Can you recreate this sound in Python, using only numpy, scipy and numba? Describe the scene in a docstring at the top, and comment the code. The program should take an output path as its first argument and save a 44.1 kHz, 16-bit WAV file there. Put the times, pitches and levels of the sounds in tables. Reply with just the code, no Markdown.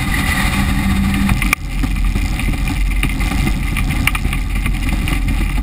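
"""A small flying boat settles on choppy water, heard from inside a plastic housing on its wing strut.
In flight, turbulent air roars and vortex shedding makes a strut and a wire sing over the airframe's rumble.
After touchdown the hull's ploughing modulates the wake, the rumble and the wing modes, and dry ticks set in.
Impacts of waves and spray excite hull and housing; the hardest make a gain control duck.
Sample and hold at a low rate mirrors the midrange into a gritty treble."""
import sys
import numpy as np
from scipy import signal
from scipy.fft import rfft, irfft
from scipy.io import wavfile
from scipy.ndimage import minimum_filter1d, map_coordinates
from numba import njit

SR = 44100
rng = np.random.default_rng(int(sys.argv[2]) if len(sys.argv) > 2 else 0)


def put_to_file(sound):
    """Save the sound as 16-bit audio at rate SR, in the file named by the first command-line argument."""
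    columns = np.atleast_2d(sound).T  # one column per channel
    safe = np.clip(columns, -1, 1)
    whole_steps = np.round(safe * 32767)
    wavfile.write(sys.argv[1], SR, whole_steps.astype(np.int16))


N = 247842
TOUCHDOWN_S = 1.316

# resonances and notches of the housing: (frequency [Hz], width [Hz], gain [dB])
HOUSING_RESONANCES = [(547.4, 44, 12), (647, 50, -7.5), (751.6, 145, 14.5), (847, 111, 8.5),
                      (1189, 194, 14), (1890, 170, 4.5), (2069, 146, 13), (2402, 236, 12), (2880, 80, -1),
                      (2822, 164, 7), (3310, 110, 4), (3673, 138, 11)]
# spectrum with which wake and clatter drive the housing: (frequency [Hz], level [dB])
WASH_SPECTRUM = [(250, -8), (450, -0.5), (1000, -2), (1700, 3), (3200, -3), (4300, -2.5), (5200, -5),
                 (5900, -18)]
# rush of the wake, swelling as the hull ploughs deeper: (time [s], level [dB])
WAKE_LEVELS = [(1.35, -37), (2.1, -43.5), (2.38, -35), (2.47, -42.5), (2.73, -37.5), (2.85, -45.5),
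               (3.02, -42), (3.12, -40), (3.25, -36.5), (3.5, -35.5), (3.62, -42), (4.04, -35),
               (4.16, -38.5), (4.65, -44), (5.12, -35.5), (5.21, -43), (5.33, -40.5), (5.62, -43)]


def amp(db):
    """Decibels to amplitude ratio."""
    return 10 ** (np.asarray(db) / 20)


def unit(x):
    """Normalise to rms 1."""
    return x / np.sqrt(np.mean(x ** 2) + 1e-20)


def envelope(rows):
    """Linear interpolation of (time, level) rows at every sample."""
    return np.interp(np.arange(N) / SR, *np.transpose(rows))


def wobble(rate):
    """Smooth random modulation with rate knots a second."""
    return map_coordinates(rng.standard_normal(4096), [np.arange(N) * rate / SR], mode="wrap")


def response(spectrum, resonances=(), size=8192):
    """Minimum-phase impulse response of a spectrum with resonances added in dB."""
    hz = np.fft.rfftfreq(size, 1 / SR)
    knot_hz, knot_db = np.transpose(spectrum)
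    db = np.interp(np.log(hz + 1), np.log(knot_hz), knot_db)
    for centre, width, lift in resonances:
        db = db + lift / (1 + (2 * (hz - centre) / width) ** 2)
    cepstrum = irfft(np.log(amp(db)))
    cepstrum[1:size // 2] *= 2
    cepstrum[size // 2 + 1:] = 0
    return irfft(np.exp(rfft(cepstrum)))


def through(x, impulse):
    """Linear filtering by convolution."""
    return signal.fftconvolve(x, impulse)[:len(x)]


def noise(impulse):
    """Stationary filtered noise of rms 1."""
    return unit(signal.fftconvolve(rng.standard_normal(N + len(impulse) - 1), impulse, "valid"))


def tone(hz):
    """A sine of rms 1 whose phase is the integral of frequency."""
    return np.sqrt(2) * np.sin(2 * np.pi * np.cumsum(hz) / SR)


def burst(impulse, rise, t60):
    """Response of a body to a decaying random force; times in s, peak near 1."""
    t = np.arange(SR // 3) / SR
    force = (1 - np.exp(-t / rise)) * amp(-60 * t / t60)
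    ring = through(rng.standard_normal(len(t)) * force, impulse)
    return ring * np.linalg.norm(force) / np.linalg.norm(ring) / (2 * force.max())


def add(track, onset_s, sound):
    """Superpose a sound on the track."""
    part = track[max(round(onset_s * SR), 0):][:len(sound)]
    part += sound[:len(part)]


def since_touchdown():
    """Seconds since the keel's first contact, negative in flight."""
    return np.arange(N) / SR - TOUCHDOWN_S


def airborne():
    """1 in flight, falling to 0 just after contact."""
    return np.interp(since_touchdown(), [.002, .008], [1, 0])


def air_or_water(air_db, water_db):
    """Crossfade from the level in flight to the level afloat."""
    return water_db + (air_db - water_db) * airborne()


def ploughing():
    """How much harder than usual the hull cuts the water, in dB; 0 in flight."""
    return (envelope(WAKE_LEVELS) - np.mean(WAKE_LEVELS, axis=0)[1]) * (1 - airborne())


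def wind():
    """Turbulence excites the housing; a wire's aeolian tone falls with the airspeed."""
    # airflow over the housing: (time [s], level [dB])
    airflow = [(0.0, -24), (0.314, -20.5), (0.986, -26.5), (1.26, -25.5)]
    # spectrum of the turbulence: (frequency [Hz], level [dB])
    air_spectrum = [(250, 6), (450, -6.5), (1000, -2.5), (1700, 2.5), (3200, -2), (4300, 1), (5200, -3),
                    (5900, -14)]
    air_db = envelope(airflow)
    rush = noise(response(air_spectrum, HOUSING_RESONANCES)) * amp(air_db - 0.5 + 1.7 * wobble(45.5))
    wire_hz = 2015 - 170 * np.arange(N) / SR
    wire_db = -35.5 + 2.1 * (air_db - np.mean(airflow, axis=0)[1])  # swings wider than the airflow
    wire = tone(wire_hz + 55 * wobble(300)) * amp(wire_db + 6.1 * wobble(120))
    return (rush + wire) * airborne()


def strut():
    """Vortex shedding gives a tone that swells, holds until touchdown, then drops and fades."""
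    swell_db_per_s, hold_s, drop_db, fade_db_per_s = 11, 0.23, 12, 7.5
    t = since_touchdown()
    swell_db = swell_db_per_s * np.minimum(t + hold_s, 0)
    level_db = -18.3 + air_or_water(swell_db, -drop_db - fade_db_per_s * t)
    return tone(hz=194.9 + 2.8 * wobble(40)) * amp(level_db + 1.8 * wobble(25))


def wing():
    """The wing shudders in two bending modes; ploughing favours the upper one."""
    # modes: (frequency [Hz], level in flight [dB], level afloat [dB], growth with ploughing [dB/dB])
    bending_modes = [(43.2, -24.5, -19.5, -0.7), (50.1, -26.5, -30, 1.35)]
    shudder = np.zeros(N)
    for hz, air_db, water_db, growth in bending_modes:
        level_db = air_or_water(air_db, water_db) + growth * ploughing()
        shudder += tone(hz + 0.84 * wobble(10)) * amp(level_db + 1.2 * wobble(16))
    return shudder


def airframe():
    """Forced random vibration of struts and skin: a rumble that grows with ploughing."""
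    # response of the airframe: (frequency [Hz], level [dB])
    frame_spectrum = [(18, -5), (30, -3), (45, -1), (62, -1.5), (82, 6.5), (103, -9), (135, 1.5),
                      (165, -6.5), (200, -4), (230, -9), (280, -4), (350, -18), (450, -33), (700, -34)]
    level_db = air_or_water(-19, -21.5) + 0.78 * ploughing()
    return noise(response(frame_spectrum + [(3000, -100)])) * amp(level_db + 1.03 * wobble(24))


def splashes():
    """Impact excitation: splashes crack on the housing and knock it with their bulk, amid droplets."""
    # splashes: (time [s], level [dB], relative knock level [dB])
    strikes = [(1.140, -7, -26), (1.290, -13.5, 1.5), (1.368, -17, -12), (1.419, -2.5, -12.5),
               (1.459, -9, -12), (1.792, -14.5, -27), (1.960, -15, -10), (2.044, -23, 0.5),
               (2.394, -7, -18), (2.457, -13.5, -32), (2.675, -9.5, -27), (2.906, -16, -12),
               (3.031, -1.5, -25), (3.093, -9, -21), (3.311, -28, -9), (3.681, -11.5, -18),
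               (3.767, -5, -20), (3.785, -7, -14), (3.909, -11, -17), (4.073, 6.5, -11.5), (4.149, 1, -10),
               (4.328, -4.5, -11), (4.658, -7, -10.5), (4.766, -13.5, -13), (4.889, -9.5, -25),
               (5.078, -7, -14), (5.127, -10, -6.5), (5.462, -16.5, -23), (5.493, -15.5, -5)]
    # one solid slug of water: (time [s], level [dB], relative knock level [dB])
    slug = (1.5293, 15.4, 1.7)
    # spectrum of the sharp crack: (frequency [Hz], level [dB])
    crack_spectrum = [(400, -37), (1200, -14), (1700, -6.5), (2200, 4), (2900, 3), (3600, -10), (5000, -14),
                      (5900, -29)]
    # spectrum of the dull knock: (frequency [Hz], level [dB])
    knock_spectrum = [(300, -28), (750, -15), (1200, 6), (1600, -1.5), (2200, 2.5), (5000, -36.5)]
    crack = response(crack_spectrum, HOUSING_RESONANCES)
    knock = response(knock_spectrum, HOUSING_RESONANCES)
    track = np.zeros(N)
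    for onset, db, knock_db in strikes:
        add(track, onset, amp(db - 0.5) * burst(crack, rise=0.0018, t60=0.015))
        add(track, onset, amp(db + knock_db + 2.5) * burst(knock, rise=0.0029, t60=0.039))
        add(track, onset - .002, amp(db - 15.5) * burst(crack, rise=0.046, t60=0.073))  # droplets
    onset, db, knock_db = slug
    add(track, onset, amp(db) * burst(crack, rise=0.0003, t60=0.019))
    add(track, onset, amp(db + knock_db) * burst(knock, rise=0.00023, t60=0.0077))
    return track


def hull():
    """Damped vibration: waves boom in the hull and shake the housing; the keel lands with one jolt."""
    # wave impacts: (time [s], level [dB], relative clatter level [dB])
    waves = [(1.289, -14.5, -2.5), (1.829, -5.5, -13), (2.15, -6, -17), (2.475, -9, -22), (2.53, -9.5, -13),
             (2.692, -8.5, -14.5), (3.032, -7, -14.5), (3.209, -18, -1.5), (3.308, -10.5, -6.5),
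             (3.466, -4.5, -15.5), (3.719, -10.5, -20), (4.244, -8, -20), (4.552, -9.5, -14.5),
             (4.657, -6, -34), (4.86, -11.5, -14), (4.921, -7.5, -13.5), (5.109, -6, -22),
             (5.303, -9.5, -24), (5.403, -8.5, -13), (5.57, -12, -10.5)]
    # response of the hull: (frequency [Hz], level [dB])
    hull_spectrum = [(30, -12.5), (70, 5.5), (140, -2.5), (290, 0), (370, -13), (470, -28), (900, -25.5),
                     (2000, -66)]
    # the keel's jolt: (level [dB], frequency [Hz])
    keel = (-0.071, 114)
    boom, clatter = response(hull_spectrum), response(WASH_SPECTRUM, HOUSING_RESONANCES)
    track = np.zeros(N)
    for onset, db, clatter_db in waves:
        add(track, onset, amp(db - 1.0) * burst(boom, rise=0.0057, t60=0.086))
        add(track, onset, amp(db + clatter_db + 3.0) * burst(clatter, rise=0.0045, t60=0.077))
    db, hz = keel
    t = np.arange(SR // 10) / SR
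    add(track, TOUCHDOWN_S, -amp(db) * np.sin(2 * np.pi * hz * t) * amp(-60 * t / 0.036))
    return track


def ticks():
    """A jittered pulse train: dry, uneven high ticks, louder as the rush of the wake swells."""
    # spectrum of a tick: (frequency [Hz], level [dB])
    tick_spectrum = [(800, -60), (2500, 4), (3600, 11.5), (4300, 8), (5200, 14), (5900, 0), (6800, -12)]
    mean_rate_hz, jitter_s, tick_t60_s, fade_db_per_s = 96, .0012, .006, 0.97
    tick_rate_hz = mean_rate_hz * (1 + .07 * wobble(8))
    tick_samples = np.flatnonzero(np.diff(np.floor(np.cumsum(tick_rate_hz) / SR)))
    strength, timing = rng.standard_normal((len(tick_samples), 2)).T
    onsets = np.clip((tick_samples + jitter_s * SR * timing).astype(int), 0, N - 1)
    pulses = np.bincount(onsets, amp(6 * np.minimum(strength, .3)), N)
    decay = amp(-60 * np.arange(SR // 50) / SR / tick_t60_s)
    grit = through(pulses, decay) * rng.choice([-1, 1], N)
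    level_db = -38 - fade_db_per_s * since_touchdown() + 1.06 * ploughing()
    return unit(through(grit, response(tick_spectrum))) * amp(level_db) * (1 - airborne())


def wake():
    """Churning water radiates broadband noise, filtered by the housing's resonances."""
    level_db = envelope(WAKE_LEVELS) + 5.5 + 1.7 * wobble(45)
    return noise(response(WASH_SPECTRUM, HOUSING_RESONANCES)) * amp(level_db) * (1 - airborne())


def spray():
    """Shot noise: clumps of drops hit the housing at random, and their powers add."""
    # spectrum of the drops: (frequency [Hz], level [dB])
    drop_spectrum = [(300, -39), (800, -10), (1500, -9), (2100, 3.5), (2850, 2.5), (3400, -5.5), (5000, -5),
                     (5900, -30)]
    clumps_per_s = 120
    arrivals = rng.random(N) < clumps_per_s / SR
    clumps = arrivals * amp(8.3 * np.minimum(rng.standard_normal(N), 1.5))
    t = np.arange(SR // 20) / SR
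    clump_power = t ** 2 * amp(-60 * t / 0.022)  # swells and drains away
    splats = np.sqrt(np.abs(through(clumps ** 2, clump_power))) * rng.standard_normal(N)
    patter = unit(through(splats, response(drop_spectrum, HOUSING_RESONANCES)))
    return patter * amp(-32.5 + 0.17 * ploughing()) * (1 - airborne())


def scene():
    """Superposition of all sources at one microphone inside the housing."""
    mono = wind() + strut() + wing() + airframe() + ticks() + wake() + spray() + splashes() + hull()
    return np.array([mono, mono])


@njit
def ducking(excess_db, attack_s, recovery_s):
    """Gain reduction in dB: a first-order lag chases each overload, then relaxes."""
    cut_db, now = np.zeros(len(excess_db)), 0.
    for i in range(len(excess_db)):
        lag_s = attack_s if excess_db[i] > now else recovery_s
        now += (excess_db[i] - now) / (lag_s * SR)
        cut_db[i] = now
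    return cut_db


def sample_and_hold(x, hold_hz):
    """Spectral imaging: the band under half the hold rate is mirrored about that rate, with sinc droop."""
    hz = np.fft.rfftfreq(N, 1 / SR)
    baseband = irfft(rfft(x) / np.sqrt(1 + (hz / (hold_hz / 2)) ** 40), N)
    mirrored = baseband * (1 + 2 * np.cos(2 * np.pi * hold_hz * np.arange(N) / SR))
    return irfft(rfft(mirrored) * np.sinc(hz / hold_hz), N)


def record(dry):
    """Gain control lags overloads, so first cycles clip; sample and hold and a steep low-pass follow."""
    headroom, cutoff_hz = 1.3, 15600
    peak = -minimum_filter1d(-np.abs(dry[0]), size=265, origin=132)  # over the past 6 ms
    excess_db = np.maximum(20 * np.log10(peak + 1e-9) + .5, 0)
    cut_db = ducking(excess_db, attack_s=0.0033, recovery_s=.105)
    preamp = np.clip(dry * amp(-cut_db), -headroom, headroom)
    held = np.clip(sample_and_hold(preamp, hold_hz=12000), -1, 1)
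    return irfft(rfft(held) * (np.fft.rfftfreq(N, 1 / SR) < cutoff_hz), N)


dry = scene()
out = record(dry)
put_to_file(out)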